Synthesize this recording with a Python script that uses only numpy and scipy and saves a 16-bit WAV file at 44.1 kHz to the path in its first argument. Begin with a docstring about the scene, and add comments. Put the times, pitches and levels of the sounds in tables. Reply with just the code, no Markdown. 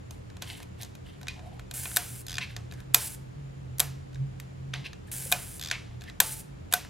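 """Small film camera, wound and fired

A small film camera with its shutter laid open is wound and fired by hand just under a phone on a desk.
Levers snap and a ratchet ticks as noise bursts ringing the thin metal body; a gear train whirs as ticking
teeth through resonances; finger rubs and the rustling tails after some blows are tiny random contacts.
Under it lie a throbbing low hum around 120 and 133 Hz, drawn as one line following the stronger pitch,
and faint room hiss made of filtered noise."""
import sys
import numpy as np
from scipy import signal
from scipy.fft import rfft, irfft
from scipy.io import wavfile
from scipy.ndimage import uniform_filter1d

SR = 44100
rng = np.random.default_rng(int(sys.argv[2]) if len(sys.argv) > 2 else 0)


def put_to_file(sound):
    """Save the sound as 16-bit audio at rate SR, in the file named by the first command-line argument."""
    columns = np.atleast_2d(sound).T  # one column per channel
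    safe = np.clip(columns, -1, 1)
    whole_steps = np.round(safe * 32767)
    wavfile.write(sys.argv[1], SR, whole_steps.astype(np.int16))


N = 303849
TIME = np.arange(N) / SR


def undb(db):
    """Turn decibels into a plain gain."""
    return 10 ** (np.asarray(db) / 20)


def level(x, db):
    """Scale a sound by its RMS (average strength) to a level in dB."""
    return x * undb(db) / np.sqrt(np.mean(x ** 2))


def shaped(x, gain_at):
    """Filter by a gain given as a function of frequency."""
    f = np.maximum(np.fft.rfftfreq(len(x), 1 / SR), 1)
    return irfft(rfft(x) * gain_at(f), len(x))


def slope(points):
    """Gain along (Hz, dB) points, joined by straight lines on a log frequency axis."""
    hz, db = np.transpose(points)
    return lambda f: undb(np.interp(np.log(f), np.log(hz), db))


def mode(f, hz, width):
    """Complex response of one resonance, gain 1 at its centre."""
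    return 1 / (1 + 1j * (f / hz - hz / f) * hz / width)


def narrow_noise(hz, width, db):
    """Noise squeezed twice through one resonance, so only a narrow band is left."""
    return level(shaped(rng.standard_normal(N), lambda f: mode(f, hz, width) ** 2), db)


def walk(rate):
    """Random levels held 1 / rate seconds and smoothed twice; spread near 1."""
    k = int(SR / rate)
    steps = np.repeat(rng.standard_normal(N // k + 1), k)
    return 1.3 * uniform_filter1d(uniform_filter1d(steps, k), k)[:N]


def grains(rate, spread_db, smooth):
    """Tiny random contacts of uneven size (rate per second) over a smooth scrape."""
    hit = rng.random(N) < rate / SR
    size = undb(spread_db * np.minimum(rng.exponential(size=N), 4))
    contacts = level(hit * size * rng.standard_normal(N), 0)
    return contacts + smooth * rng.standard_normal(N)


# The low hum around 120 and 133 Hz, drawn as one line following the stronger pitch.
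# Each row: time in seconds, pitch in Hz, level in dB.
HUM = [(0.0, 114.9, -49), (0.21, 128.9, -56), (0.31, 114.9, -49.5), (1.0, 118.8, -49.5), (1.09, 133.5, -54),
       (1.3, 132.7, -46.5), (1.42, 120.9, -48.5), (3.01, 123.7, -42), (3.05, 120.4, -56),
       (3.15, 130, -48.5), (3.43, 132.9, -39.5), (3.67, 124.3, -40.5), (3.84, 133.1, -37.5),
       (4.09, 134.0, -44), (4.22, 135.4, -32), (4.45, 134.1, -47.5), (4.8, 133, -34), (4.85, 136.3, -56.5),
       (4.99, 121, -53), (5.35, 131.6, -43), (5.64, 133, -50.5), (5.76, 122.3, -47.5), (5.97, 121.7, -43),
       (6.12, 125, -57), (6.43, 134.3, -48), (6.72, 129.4, -57.5), (6.89, 132, -57)]
# Low rumbles beside it. Each row: centre in Hz, width of one filter pass in Hz, level in dB.
RUMBLE = [(51.3, 26, -52), (84, 18, -48.5), (180.4, 12, -56.5)]


def hum():
    """A throbbing low hum as one sine line between about 120 and 133 Hz, with narrow rumbles."""
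    s, hz, db = np.transpose(HUM)
    pitch = np.interp(TIME, s, hz) + 4 * walk(21)
    turn = 2 * np.pi * np.cumsum(pitch) / SR
    strength = np.sqrt(2) * undb(np.interp(TIME, s, db) + 2.7 * walk(25))
    rumble = sum(narrow_noise(*row) for row in RUMBLE)
    # the hum reaches one microphone port a little earlier
    return rumble + strength * np.array([np.sin(turn + 0.24), 1.2 * np.sin(turn - .15)])


# Colour of the hiss shared by both channels. Each row: frequency in Hz, gain in dB.
HISS = [(18, -55), (30, -26), (134, -10), (239, -20), (328, -22.5), (937, -34.5), (2290, -37.5),
        (6210, -48), (7090, -48.5), (11700, -58.5), (13000, -76), (14400, -70), (16000, -104.5)]
# Colour of the hiss that is opposite left and right. Each row: frequency in Hz, gain in dB.
WIDE = [(18, -82.5), (30, -54.5), (64, -28), (131, -10), (204, -19.5), (287, -9), (384, -17.5),
        (449, -11.5), (569, -21), (780, -22), (3980, -40.5), (14000, -52), (16000, -82)]
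# Faint thin lines in the hiss. Each row: centre in Hz, width of one filter pass in Hz, level in dB.
WHINE = [(7020, 180, -73), (14100, 300, -81.5)]
HISS_DB, WIDE_DB = -49, -49


def air():
    """Steady filtered noise, partly opposite in the two channels."""
    mid = level(shaped(rng.standard_normal(N), slope(HISS)), HISS_DB)
    side = level(shaped(rng.standard_normal(N), slope(WIDE)), WIDE_DB)
    thin = [sum(narrow_noise(*row) for row in WHINE) for _ in range(2)]
    return mid + np.array([side, -side]) + np.array(thin)


# Metal on metal. Each row: time in seconds, peak level at 3-7 kHz in dB, then against that peak
# the body knock in dB, the lever ring in dB and the bright tick in dB.
CLICKS = [(0.1071, -37, -9.5, -24, -7), (0.2991, -46.5, -8, 0, -32), (0.3667, -44, -4, -4, -11),
          (0.4204, -26.5, -10.5, -12, -7.5), (0.6007, -46, 4, 3, -9), (0.6274, -41.5, -8, -7, -5),
          (0.8115, -38, -20, -21, -1), (0.8204, -35.5, -27, -25, 0.5), (0.83, -30.5, -12.5, -30, -6.5),
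          (0.8457, -41, -25, -24, -9), (0.9502, -45, -16, -0.5, -3), (1.2117, -47.5, -2, 5.5, -2),
          (1.2286, -39.5, -7, -6, -12), (1.2682, -41, -8, 6.5, -19), (1.281, -25, -23, -9, -17),
          (1.3915, -49, 4, 4.5, -23), (1.5929, -43, -4, 5.5, -7), (1.71, -32, -13, -5.5, -4.5),
          (1.8542, -42, 5.5, 15.5, -11), (1.9129, -40, -27, 5.5, -14), (1.9606, -24, -15, -6, 7),
          (1.9675, -12.5, -15.5, -2.5, 1.5), (2.3809, -22.5, -18, 3, -23), (2.5631, -29.5, -10, -2, -14),
          (2.7104, -40, -15, -5, -23), (2.721, -44, -2, 7.5, -3), (2.7358, -44, -16, -14, -8),
          (2.8013, -47, -2, -1, -5), (2.9435, -7.5, -16.5, -7, 4), (3.7821, -40, -22, -7.5, 9),
          (3.7943, -24, -9, 0, 8), (3.7996, -14.5, -11.5, -3.5, 6), (4.129, -52, -16, 1, -15),
          (4.1437, -44, -21, -19.5, -19), (4.1551, -47, -9.5, 5, -23), (4.3981, -37.5, -25, 1, -2.5),
          (4.7361, -26.5, -8, 2, -31), (4.9297, -41, -14, 2, -16), (5.3152, -25.5, 2.5, -12, 8),
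          (5.3223, -13, -19, -1, 2), (5.711, -18, -16, 2.5, -27), (6.008, -41, -19, -16, -19),
          (6.0172, -45.5, -23, 5, -6), (6.0367, -44, -30, -1, -7), (6.0964, -38.5, -21, 1, -25),
          (6.2008, -8.5, -13, -5, 2.5), (6.7236, -23, -7.5, -2, 2.5), (6.7356, -12.5, -16, -3, 3),
          (6.847, -46, 2, 7.5, -3)]
PAWL_KNOCK_DB, PAWL_RING_DB, PAWL_TICK_DB = -19.5, -8, -4  # against the peak
PAWL_DULLS_DB, PAWL_FIRST_DB = -1.5, -1.5  # tick change per tooth; the first tooth is softer


def struck():
    """All contacts: single clicks and the teeth of each ratchet run."""
    contacts = list(CLICKS)
    for run, (_, db, _) in zip(teeth_s(), RATCHETS):
        for k, s in enumerate(run):
            peak_db = db + PAWL_FIRST_DB * (k == 0)
            contacts.append((s, peak_db, PAWL_KNOCK_DB, PAWL_RING_DB, PAWL_TICK_DB + PAWL_DULLS_DB * k))
    return contacts


# The four bands of a click: main snap, body knock, lever ring, bright tick.
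# Each row: low edge in Hz, high edge in Hz.
CLICK_EDGES_HZ = [2900, 7200], [400, 1250], [1150, 3100], [6800, 14500]
# How the metal body rings, also under rubbing. Each row: pitch in Hz, level in dB,
# seconds to fade by 60 dB.
BODY = [(720, 8, 0.11), (1026, -8.5, 0.029), (1517, -2, 0.082), (1700, -4, 0.0067), (2460, -2, 0.064),
        (3245, -11, 0.055), (3770, -5, 0.0041), (4670, -24.5, 0.027), (6400, -8, 0.012), (7600, -10, 0.016),
        (10500, -15, .03), (11400, -9.5, 0.036), (12300, -10.5, 0.017)]
# Desk and walls answer each click band, in the same order.
# Each row: level in dB, seconds to fade by 60 dB.
TAILS = [(-25.5, 0.43), (-12, 0.27), (-23, 0.42), (-24.5, 0.22)]
CONTACT_MS = 12.06  # the main burst falls 60 dB in this time, the weaker rattle 14 dB


def clicks(size=16384):
    """Short noise bursts ring the body, a different mix for each contact, then a diffuse tail."""
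    t, f = np.arange(size) / SR, np.maximum(np.fft.rfftfreq(size, 1 / SR), 1)
    rings = np.array([undb(db) * mode(f, hz, np.log(1000) / np.pi / t60) for hz, db, t60 in BODY])
    filters = [signal.butter(2, edges, "bandpass", fs=SR, output="sos") for edges in CLICK_EDGES_HZ]
    bands = np.array([signal.sosfreqz(sos, f, fs=SR)[1] for sos in filters])
    fades = np.array([undb(db - 60 * t / t60) * np.minimum(t / 0.0041, 1) for db, t60 in TAILS])
    # each click is a burst with a short soft onset, a quick drop and a weaker rattle
    age = 1000 * t / CONTACT_MS
    burst_shape = np.minimum(age / 0.19, 1) ** 3 * (undb(-60 * age ** 1.1) + undb(-23.0 - 14 * age))
    out = np.zeros(N + size)
    for s, peak_db, knock_db, ring_db, tick_db in struck():
        burst = rng.standard_normal((len(bands), size)) * burst_shape
        colour = 1 + 2.4 * (undb(4 * rng.standard_normal(len(BODY))) @ rings)
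        hit = irfft(rfft(burst) * colour * bands)
        # bring the loudest moment of each band to one common peak
        hit /= np.sqrt(uniform_filter1d(2 * hit ** 2, size=64).max(axis=1, keepdims=True))
        tail = irfft(rfft(rng.standard_normal((len(bands), size))) * bands)
        tail *= fades / tail.std(axis=1, keepdims=True)
        gains = undb(peak_db + np.array([0, knock_db, ring_db, tick_db]))
        out[int(s * SR):][:size] += gains @ (hit + tail)
    return out[:N]


# Rubs and scuffs of fingers and levers, and the rustling tails after some blows.
# Each row: start in seconds, rise in seconds, hold in seconds, seconds to fade by 60 dB,
# level in dB, bright hiss against it in dB, creak pitch in Hz, creak against it in dB.
RUBS = [(0.12, 0.0025, .005, 0.26, -63.5, 1, 770, -1), (0.416, 0.0041, .005, 0.12, -41.5, -8, 1500, -10),
        (0.45, 0.029, 0.034, 0.27, -45, -4, 2950, -15), (.49, 0.021, 0.017, 0.098, -58, -12, 800, 9),
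        (.55, 0.019, .06, 0.075, -59, -5, 920, -8), (0.778, 0.026, .01, 0.21, -48, -8, 760, -10),
        (1.039, 0.028, 0.016, 0.39, -57, -7, 3100, -5), (1.283, .003, .003, 0.22, -42, -26, 2460, -26),
        (1.353, .01, .01, .15, -59, -14, 744, 10.5), (1.415, .02, .04, 0.25, -62, -8, 690, 11),
        (1.514, .015, .02, .2, -64.5, -9, 795, 9), (2.398, 0.015, 0.029, 0.091, -38, -18, 2430, -4.5),
        (2.469, .035, .01, 0.15, -48.5, -13, 1590, -11), (2.724, .004, .01, .15, -60, -5, 1700, -2.5),
        (2.764, .015, .025, .15, -60.5, -9, 1609, 5), (4.733, .003, .003, 0.32, -38, -25, 766, -10),
        (4.841, 0.0092, 0.019, 0.062, -42.5, -15.5, 2546, -3),
        (5.06, .02, 0.0048, .12, -60, -0.5, 1650, 1.5), (5.117, .005, .04, 0.47, -61, -20, 1710, 2.5),
        (5.723, .002, .003, .2, -35.5, -28, 2280, -3), (5.79, 0.031, 0.096, 0.36, -62.5, -23.5, 760, -4),
        (6.0, .005, 0.047, .2, -60, -10, 754, -6.5), (6.06, 0.029, 0.0035, 0.045, -47, -13, 1900, 1.5),
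        (6.71, 0.0031, .01, 0.045, -51.5, -1, 757, -3.5)]
CREAK_Q = 3.7  # pitch over width, for each of two filter passes
RUB_RISE_DB = 18.5  # each row swells by this much over its rise


def rubs_and_tails(body, bright, slip):
    """Each rub, scuff or rustling tail rises, holds and fades, with a creak at its own pitch."""
    out = np.zeros(N)
    for s, rise, hold, t60, db, bright_db, hz, creak_db in RUBS:
        age = TIME - s
        swell = RUB_RISE_DB * np.clip(age / rise - 1, -1, 0)
        fade = -60 * np.maximum(age - rise - hold, 0) / t60
        peak = signal.iirpeak(hz, CREAK_Q, fs=SR)
        creak = level(signal.lfilter(*peak, signal.lfilter(*peak, slip)), creak_db)
        out += (age > 0) * undb(db + swell + fade) * (body + undb(bright_db) * bright + creak)
    return out


# Colour of rubbing heard through the shell. Each row: frequency in Hz, gain in dB.
SHELL = [(650, -44), (1100, -9), (1260, -39.5), (1580, -14), (2190, -3.5), (2450, -12), (2690, -3),
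         (3310, -8), (6000, -15), (7800, -49), (13200, -120)]


def rubs():
    """Stick-slip grains (catching and letting go) through the shell, with skin hiss and a creak."""
    slip, skin = (undb(2.2 * walk(180)) * grains(4000, 1.3, 0.23) for _ in range(2))
    bright = shaped(skin, lambda f: mode(f, 8500, 6000) ** 2)

    def shell_gain(f):
        ringing = sum(undb(db) * mode(f, hz, 5 / t60) for hz, db, t60 in BODY)
        return slope(SHELL)(f) * (1 + 2.5 * ringing)

    body = shaped(slip, shell_gain)
    return rubs_and_tails(level(body, 0), level(bright, 0), slip)


ROOM_T60_S, ROOM_DB = .3, -8  # time to fade by 60 dB; strength before the treble is dulled
ROOM_TOP_HZ, ROOM_WIDTH = 8750, .3  # treble falls above this; share that is opposite left and right


def room(x, size=16384):
    """Desk and walls answer with a short dull noise tail, a little different in each channel."""
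    t = np.arange(size) / SR
    fade = undb(-60 * t / ROOM_T60_S) * np.minimum(t / 0.0024, 1)
    mid, side = rng.standard_normal((2, size)) * fade
    tails = np.array([mid + ROOM_WIDTH * side, mid - ROOM_WIDTH * side])
    dull = signal.lfilter(*signal.butter(1, ROOM_TOP_HZ, fs=SR), tails)
    dull = dull / np.sqrt(np.sum(mid ** 2))
    return undb(ROOM_DB) * signal.fftconvolve(x[None], dull, axes=1)[:, :N]


# Parts that ring on alone, the shutter spring longest. Each row: start in seconds, pitch in Hz,
# starting level in dB, seconds to fade by 60 dB.
SPRING = [(1.284, 2460, -27.5, 0.047), (2.947, 887, -48, 0.68), (5.260, 520, -39, 0.064),
          (5.325, 720, -23.5, 0.062), (6.204, 876, -46.5, 0.78), (6.738, 720, -27, 0.1)]


def spring():
    """Thin sine tones that fade at a steady rate in dB."""
    out = 0
    for s, hz, db, t60 in SPRING:
        age = np.maximum(TIME - s, 0)
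        out = out + undb(db - 60 * age / t60) * np.sin(2 * np.pi * hz * age)
    return out


# Gear train running. Each row: start in seconds, length in seconds, whir level in dB,
# sag in dB per second (negative swells), seconds until it eases off,
# darker rattle against the whir in dB.
GEARS = [(1.738, .478, -36, 23, 0.57, -10), (2.938, 0.21, -37.5, -8, 0.14, -9.5),
         (5.115, 0.471, -37, 20.5, 0.484, -10.5), (6.211, 0.2, -38, -10, .13, -13)]
GEAR_KICK_DB, GEAR_KICK_S = 1, .03  # a little louder as it starts
GEAR_EASE_DB, GEAR_EASE_S, GEAR_STOP_DB_PER_S = -8, 0.0072, 1500


def running():
    """Whir and rattle gains: each run starts with a kick, sags or swells, may ease off, and stops."""
    whir, rattle = np.zeros((2, N))
    for s, length, db, sag, ease_s, rattle_db in GEARS:
        age = np.maximum(TIME - s, 0)
        kick = GEAR_KICK_DB * np.exp(-age / GEAR_KICK_S)
        ease = GEAR_EASE_DB * np.clip((age - ease_s) / GEAR_EASE_S, 0, 1)
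        stop = GEAR_STOP_DB_PER_S * np.maximum(age - length, 0)
        gain = (TIME > s) * undb(db + kick - sag * age + ease - stop)
        whir, rattle = whir + gain, rattle + gain * undb(rattle_db)
    return whir, rattle


# How the small wheels ring. Each row: pitch in Hz, width in Hz, gain in dB.
TEETH = [(5380, 59, -17.5), (5830, 52, -22.5), (6300, 59, -22), (7470, 230, -12), (8730, 330, -3),
         (9680, 97, 4.5), (10620, 340, 1.5), (11300, 81, -7), (12000, 95, -10.5), (13500, 590, -9.5),
         (15000, 230, -5)]
# Colour of the rattling plates. Each row: frequency in Hz, gain in dB.
RATTLE = [(290, -35), (500, -10), (873, -3), (1180, -19), (1650, -7.5), (1920, -10), (2290, -2.5),
          (5920, -12.5), (8000, 0), (10400, -31.5), (17600, -120)]


def gears():
    """Teeth tick about 340 times a second and ring the small wheels; the plates rattle darker."""
    phase = np.cumsum(340 * (1 + 0.041 * walk(30))) / SR % 1
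    ticking = 1.7 + np.exp(-phase / .3)
    teeth = ticking * undb(0.46 * walk(75)) * grains(4000, 2.0, 0.85)
    broad = shaped(teeth, lambda f: .45 * mode(f, 10000, 9000))
    wheels = shaped(teeth, lambda f: sum(undb(db) * mode(f, hz, w) for hz, w, db in TEETH))
    rattle = shaped(teeth, lambda f: slope(RATTLE)(f) * (1 + 3.2 * np.abs(mode(f, 1500, 150))))
    whir_gain, rattle_gain = running()
    return whir_gain * level(broad + wheels, 0) + rattle_gain * level(rattle, 0)


# The wind lever swings back over its ratchet. Each row: first tooth in seconds,
# peak level at 3-7 kHz in dB, slowness of the swing as a factor on time.
RATCHETS = [(2.2648, -32, .99), (5.594, -30.5, 1.015)]
# The pawl (a small catch) drops on each tooth. Each entry: seconds after the first tooth,
# before the slowness factor.
PAWL_S = [0, .017, .0295, .0405, .0515, .063, .076, .089, .1035]


def teeth_s():
    """Times in seconds at which the pawl drops, run by run."""
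    return [[s + slow * late for late in PAWL_S] for s, db, slow in RATCHETS]


# The pawl's own ring, varied at random for each tooth. Each row: middle pitch in Hz,
# middle level in dB, seconds to fade by 60 dB.
PAWL_MODES = [(3520, -30, .016), (4880, -35.5, 0.02), (5800, -45, .015), (2480, -43.5, 0.025)]


def pawl(size=2048):
    """Short fading tones after each tooth but the soft first one, in a new random mix each time."""
    t, out = np.arange(size) / SR, np.zeros(N)
    hz, db, t60 = np.array(PAWL_MODES).T[:, :, None]
    for s in np.array(teeth_s())[:, 1:].ravel():
        gain, tune = rng.standard_normal((2, len(hz), 1))
        fade = undb(db + 2.5 * gain - 60 * t / t60)
        ring = fade * np.sin(2 * np.pi * hz * (1 + 0.039 * tune) * t)
        out[int(s * SR):][:size] += ring.sum(axis=0) * np.minimum(t / .0015, 1)
    return out


def scene():
    """Mix the camera, the room's answer, the hum and the air in stereo."""
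    steady = spring() + pawl() + gears() + rubs()
    camera = clicks() + steady
    # the treble reaches the two ports a little apart in time
    side = shaped(camera, lambda f: -1j * (0.055 + .3 * np.abs(mode(f, 8600, 7000))))
    lean = .02 * np.array([-camera, camera])  # slightly louder on the right
    # the clicks carry their own tails, so only the other camera sounds feed the room
    return camera + np.array([side, -side]) + lean + room(steady) + hum() + air()


# Colour of the microphone. Each row: frequency in Hz, gain in dB.
MIC = [(9000, -2), (12500, 1), (13500, -3), (16000, -8.5)]
TOP_HZ = 15800  # nearly everything above this is cut


def record(dry):
    """The microphone colours the treble, peaks beyond full scale are clipped, and the top is cut."""
    heard = np.clip([shaped(ch, slope(MIC)) for ch in dry], -1, 1)
    top_cut = signal.ellip(8, .2, 70, TOP_HZ, fs=SR, output="sos")
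    return np.clip(signal.sosfilt(top_cut, heard), -1, 1)


dry = scene()
out = record(dry)
put_to_file(out)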